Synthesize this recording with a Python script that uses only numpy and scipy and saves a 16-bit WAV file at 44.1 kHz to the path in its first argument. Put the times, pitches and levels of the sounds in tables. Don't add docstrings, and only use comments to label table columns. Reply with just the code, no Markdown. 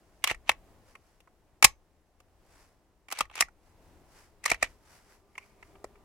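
import sys
import numpy as np
from scipy import signal
from scipy.io import wavfile

SR = 44100
rng = np.random.default_rng(int(sys.argv[2]) if len(sys.argv) > 2 else 0)


def pcm_store(signal):
    levels = np.round(np.clip(np.atleast_2d(signal), -1, 1) * 32767)
    wavfile.write(sys.argv[1], SR, levels.astype(np.int16).T)


N = 266364
TIME = np.arange(N) / SR

# (frequency [Hz], left-right correlation [0..1])
LIKENESS = [(60, .85), (130, .7), (300, .92), (700, .95), (1400, .65), (2500, .35), (5000, .25),
            (14000, .1)]
# (low [Hz], high [Hz])
MODE_BANDS = [(235, 780), (780, 1400), (1780, 3000), (3900, 9200), (9200, 15800)]
# (time [s], clack [dB], frame re clack [dB], crack re clack [dB],
# frame mode [Hz], slide mode [Hz], jolt [dB], rebound delay [s], rebound loss [dB])
SLIDE_STOPS = [(0.3108, -29.5, -3.5, -12.5, 648, 2190, -41, 0.034, 17),
               (0.4924, -19, -4.5, -11, 813, 2597, -49.5, .0225, 18),
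               (1.6437, -11, -7.5, 3.5, 1085, 2367, -31, .025, 31),
               (3.2064, -29, 4.5, -4, 1240, 2570, -45, 0.046, 25.5),
               (3.4065, -24.5, -4, 4.5, 1177, 2500, -56, 0.015, 0.5),
               (4.5149, -21, -6, -9, 684, 1886, -39.5, .028, 16.5),
               (4.626, -22.5, -5, -6, 665, 1875, -48, 0.016, 15.5)]


def from_db(db):
    return 10 ** (np.asarray(db) / 20)


def rms_one(x):
    return x / np.sqrt(np.mean(x ** 2) + 1e-30)


def decay(t, t60):
    return np.exp(-np.log(1000) * t / t60)


def at_hz(points, hz):
    f, value = np.transpose(points)
    return np.interp(np.log(hz), np.log(f), value)


def add(track, sound, s):
    start = int(s * SR)
    track[:, start:start + sound.shape[1]] += sound[:, :N - start]


def band(x, low, high, order=3):
    sos = signal.butter(order, [low, min(high, .45 * SR)], "band", fs=SR, output="sos")
    return signal.sosfilt(sos, x)


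def resonance(x, hz, width_hz):
    r = np.exp(-np.pi * width_hz / SR)
    feedback = [1, -2 * r * np.cos(2 * np.pi * hz / SR), r * r]
    return signal.lfilter(np.array([1, 0, -1]) * (1 - r * r) / 2, feedback, x)


def stereo_noise(hz, size):
    # (frequency [Hz], left minus right [dB])
    balance = [(50, 4.5), (130, 5.5), (260, 1.7), (550, -1.3), (1100, -2.6), (2300, -.8), (5000, 2.3),
               (12000, .3)]
    mid, side = rng.standard_normal((2, size))
    alike, sides = at_hz(LIKENESS, hz), np.array([[1], [-1]])
    pair = np.sqrt(1 + alike) * mid + np.sqrt(1 - alike) * side * sides
    return pair * from_db(sides * at_hz(balance, hz) / 2)


def drift(per_s):
    knots = rng.standard_normal(int(per_s * N / SR) + 2)
    return rms_one(np.interp(TIME * per_s, np.arange(len(knots)), knots))


def coloured(spectrum, drive=1):
    edges = np.geomspace(18, 17000, 21)
    centres = np.sqrt(edges[:-1] * edges[1:])
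    return rms_one(sum(from_db(at_hz(spectrum, hz)) * band(stereo_noise(hz, N) * drive, low, high, 2)
                       for low, high, hz in zip(edges, edges[1:], centres)))


def outdoor_air(level_db=-64, sway_db=2.76, sways_per_s=2.8):
    # (frequency [Hz], spectral density [dB])
    air_colour = [(12, -33), (20, 0.5), (49, -2.5), (85, -3), (119, -10.5), (268, -12.5), (386, -8),
                  (469, -14.5), (713, -13.5), (1280, -23.5), (1510, -32), (1650, -25), (4140, -34),
                  (6290, -34), (15800, -39)]
    return from_db(level_db - sway_db * drift(sways_per_s)) * coloured(air_colour)


def swell(s, db, length_s, taper=4.6):
    return from_db(db) / (1 + ((TIME - s) / length_s) ** 2) ** taper


def skin_slips(hold_db=-84.5, rough_db=1.44, grains_per_s=260):
    # (time of greatest speed [s], level [dB], length [s])
    regrips = [(0.132, -76, 0.41), (0.9, -66, 0.094), (1.089, -73.5, 0.18), (2.586, -62.5, 0.19),
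               (3.675, -72, .09), (3.86, -73.5, .1), (4.19, -59, 0.16), (4.702, -66, .1),
               (4.934, -59.5, 0.18), (5.123, -63, 0.11), (5.43, -68, .18), (5.68, -71, 0.16)]
    # (frequency [Hz], spectral density [dB])
    skin_colour = [(300, -2), (1000, 3.5), (2200, 2), (3400, -10.5), (5000, -2), (7500, -6), (11000, -7.5),
                   (15500, -18)]
    slipping = from_db(hold_db) + sum(swell(*regrip) for regrip in regrips)
    grain = from_db(rough_db * drift(grains_per_s))
    return slipping * coloured(skin_colour, grain)


def steel_ring(level_db=-1):
    # (frequency [Hz], relative level [dB], t60 [s])
    steel_modes = [(1920, -21, 0.078), (2700, -23.5, .05), (4100, -27, .1), (4767, -21.5, 0.072),
                   (5500, -9, 0.063), (6140, -33, 0.18), (7537, -8.5, 0.011), (11810, -28, .07)]
    t = TIME[:SR // 5]
    phases = rng.standard_normal((len(steel_modes), 2, 1))
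    return sum(from_db(db + level_db) * decay(t, t60) * np.sin(2 * np.pi * hz * t + phase)
               for (hz, db, t60), phase in zip(steel_modes, phases))


def contact(levels_db, frame_hz, slide_hz, t60, onset_s=.0012, dwell_s=.0011, again_db=-8.5):
    t = TIME[:SR // 10]
    again_s = .0025 * rng.uniform(.9, 1.1)

    def envelope(decay_s):
        first = (1 - np.exp(-t / onset_s)) * decay(np.maximum(t - dwell_s, 0), decay_s)
        return np.hypot(first, from_db(again_db) * np.interp(t - again_s, t, first, left=0))

    out = 0
    for part, (low, high), db in zip(("thud", "knock", "clack", "crack", "top"), MODE_BANDS, levels_db):
        crowd = stereo_noise(np.sqrt(low * high), len(t)) * envelope(t60)
        if part == "thud":
            crowd = np.diff(crowd, prepend=0)
        if part == "clack":
            high = max(1.314 * slide_hz, low * 1.2)
            db -= .088 * np.clip(-25 - db, 0, 30)
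        if part == "top":
            crowd = signal.lfilter([1, 2, 1], [1], crowd)
        out = out + from_db(db) * rms_one(band(crowd, low, high))
    thud_db, knock_db, clack_db = levels_db[:3]
    frame_db = thud_db if frame_hz < MODE_BANDS[0][1] else knock_db
    for hz, db in [(frame_hz, frame_db - 3), (slide_hz, clack_db - 4.5)]:
        phases = np.arccos(at_hz(LIKENESS, hz)) * rng.choice([-1, 1]) * np.array([[.5], [-.5]])
        mode = envelope(1.1 * t60) * np.sin(2 * np.pi * hz * t + phases)
        out = out + from_db(db) * rms_one(mode)
    return out / np.sqrt(10)


def blow(s, clack_db, frame_db, crack_db, frame_hz, slide_hz, held_t60=.02, free_t60=.024):
    # (start [s], end [s])
    slide_free = [(.7, 2.4), (5.0, 6.1)]
    t60 = free_t60 if any(start < s < end for start, end in slide_free) else held_t60
    centres = np.sqrt(np.prod(MODE_BANDS[:2], axis=1))
    thud_db, knock_db = frame_db - 6.5 * np.abs(np.log2(centres / frame_hz))
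    top_db = crack_db - 8 + 15 * np.log2(slide_hz / 2200)
    levels_db = clack_db + np.array([thud_db, knock_db, 0, crack_db, top_db])
    out = from_db(clack_db + crack_db) * steel_ring()
    add(out, contact(levels_db, frame_hz, slide_hz, t60), 0)
    return out


def clicks_and_stops():
    # (time [s], clack [dB], frame re clack [dB], crack re clack [dB],
    # frame mode [Hz], slide mode [Hz])
    clicks = [(0.2399, -23.5, -10, -4.5, 1096, 2856), (0.273, -28, -9, -7.5, 1200, 2500),
              (0.2974, -28.5, -14, -16, 1180, 2080), (0.952, -49, -4.5, -15, 1100, 2150),
              (1.203, -62, -7.5, -6.5, 477, 2750), (1.273, -68.5, 7, -12, 1067, 1960),
              (1.6247, -20.5, -2.5, -1.5, 1293, 2290), (1.641, -26, -7, -0.5, 1015, 2580),
              (2.2014, -65, 6, -2.5, 707, 2620), (3.084, -50, -3.5, -10, 1250, 2300),
              (3.1019, -51, -6, -4, 1147, 2246), (3.113, -40.5, -1.5, -5, 1288, 2370),
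              (3.123, -38.5, 3, 2.5, 1100, 2620), (3.187, -42.5, -1, 7, 1010, 2000),
              (3.298, -56.5, 1, -19, 1033, 2680), (3.3116, -56.5, 2.5, -15, 1026, 2630),
              (3.3539, -45, -4, 0.5, 1000, 2400), (3.3765, -42, -0.5, -8, 1320, 2514),
              (3.4017, -38.5, -18, -3, 1080, 2400), (3.484, -62.5, 8.5, -7, 1350, 1890),
              (4.4393, -41.5, -13, -3.5, 1190, 1954), (4.454, -33.5, -13, -1.5, 1320, 2090),
              (4.4585, -27.5, -3.5, -0.5, 1184, 1930), (4.5, -30, -16, -1.5, 894, 2070),
              (5.353, -53, -9.5, -18, 918, 2200), (5.3786, -39.5, -10, -13, 1039, 2162),
              (5.626, -50.5, -7, -16.5, 932, 2075), (5.753, -62.5, 5, -18, 390.7, 2300),
              (5.8419, -51.5, 12, 0, 380, 1860), (5.955, -64.5, 1, -16.5, 1390, 2260)]
    # (frame re clack [dB], crack re clack [dB], frame mode [Hz], slide mode [Hz])
    rebound_colour = (-10.5, -11.5, 1200.5, 1880)
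    out, hits = np.zeros((2, N)), list(clicks)
    for s, clack_db, *colour, _, rebound_s, loss_db in SLIDE_STOPS:
        hits.append((s, clack_db, *colour))
        hits.append((s + rebound_s, clack_db - loss_db, *rebound_colour))
    for s, *strike in hits:
        add(out, blow(s, *strike), s)
    return out


def reflections(gun, wet_db=-26, onset_s=.008, low_t60=.15, high_t60=.097):
    t = TIME[:SR // 4]
    tail, edges = 0, np.geomspace(400, 14000, 7)
    for low, high, t60 in zip(edges, edges[1:], np.linspace(low_t60, high_t60, len(edges) - 1)):
        shape = np.clip(t / onset_s, 0, 1) ** 2 * decay(t, t60)
        tail = tail + band(stereo_noise(np.sqrt(low * high), len(t)) * shape, low, high)
    return from_db(wet_db) * signal.fftconvolve(gun, rms_one(tail) / np.sqrt(len(t)), axes=1)[:, :N]


def stroke(start, end, start_db, end_db, rise_db_per_s=949.5, fall_db_per_s=748.5):
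    fade_db = rise_db_per_s * np.maximum(start - TIME, 0) + fall_db_per_s * np.maximum(TIME - end, 0)
    return from_db(np.interp(TIME, [start, end], [start_db, end_db]) - np.minimum(fade_db, 200))


def rail_scrape(rough_db=3.5, slips_per_s=420, slide_db=-1):
    # (start [s], end [s], friction at start [dB], friction at end [dB])
    strokes = [(0.252, 0.311, -39.5, -30), (0.472, 0.501, -53.5, -34.5), (3.117, 3.216, -48.5, -35.5),
               (3.339, 3.393, -49.5, -34.5), (4.456, 4.528, -39, -29.5), (4.633, 4.646, -31, -34)]
    # (frequency [Hz], spectral density [dB])
    friction_colour = [(200, -22.5), (500, 0), (1000, 6.5), (1500, 8.5), (2250, 7.5), (3000, 12.5),
                       (4000, -1), (6500, -2), (10000, -10.5), (15000, -22.5)]
    stick_slip = from_db(rough_db * np.clip(drift(slips_per_s), -2, 2))
    friction = sum(stroke(*row) for row in strokes) * coloured(friction_colour, stick_slip)
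    slide = from_db(slide_db) * resonance(friction, hz=2200, width_hz=450)
    spring = resonance(friction, hz=6100, width_hz=300)
    return (friction + slide + spring) / (1 + from_db(slide_db))


def hand_jolts(usual_db=-48.5):
    # (low [Hz], high [Hz], relative level [dB], t60 [s],
    # response to the jolt's strength [dB per dB])
    hand_bands = [(156, 330, -6.5, .03, 1.3), (45.3, 140, 4.5, .035, 1), (23.83, 58, -1.5, .33, .4)]
    t, out = TIME[:SR // 2], np.zeros((2, N))
    for s, *_, jolt_db, _, _ in SLIDE_STOPS:
        for low, high, part_db, t60, response in hand_bands:
            fade = decay(t, t60)
            burst = band(stereo_noise(np.sqrt(low * high), len(t)) * fade, low, high, order=2)
            db = usual_db + response * (jolt_db - usual_db) + part_db
            add(out, from_db(db) * rms_one(burst) * np.sqrt(np.mean(fade ** 2)), s)
    return out


def far_hum(level_db=-75, full_s=5.65, rise_db_per_s=14.5, width_hz=22):
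    # (frequency [Hz], relative level [dB])
    partials = [(200, -3.5), (398, 7), (597, -8.5), (800, -7.5), (995, -10.5), (1185, -2), (1380, -14)]
    hum = 0
    for hz, db in partials:
        partial = resonance(resonance(stereo_noise(hz, N), hz, width_hz), hz, width_hz)
        hum = hum + from_db(db) * rms_one(partial)
    return from_db(level_db - rise_db_per_s * np.maximum(full_s - TIME, 0)) * hum


def finger_brush(slide_hz=2250, width_hz=300, uneven_db=7, changes_per_s=30):
    brushing = swell(s=5.52, db=-72.5, length_s=.33) * from_db(uneven_db * drift(changes_per_s))
    singing = resonance(stereo_noise(slide_hz, N), slide_hz, width_hz)
    return brushing * rms_one(resonance(singing, slide_hz, 2 * width_hz))


def scene():
    gun = clicks_and_stops() + rail_scrape()
    left, right = gun + reflections(gun) + skin_slips() + finger_brush()
    return np.array([np.roll(left, 1), right]) + hand_jolts() + outdoor_air() + far_hum()


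def record(dry, cutoff_hz=16000):
    clipped = np.clip(dry, -1, 1)
    return signal.sosfilt(signal.ellip(8, .2, 70, cutoff_hz, fs=SR, output="sos"), clipped)


dry = scene()
out = record(dry)
pcm_store(out)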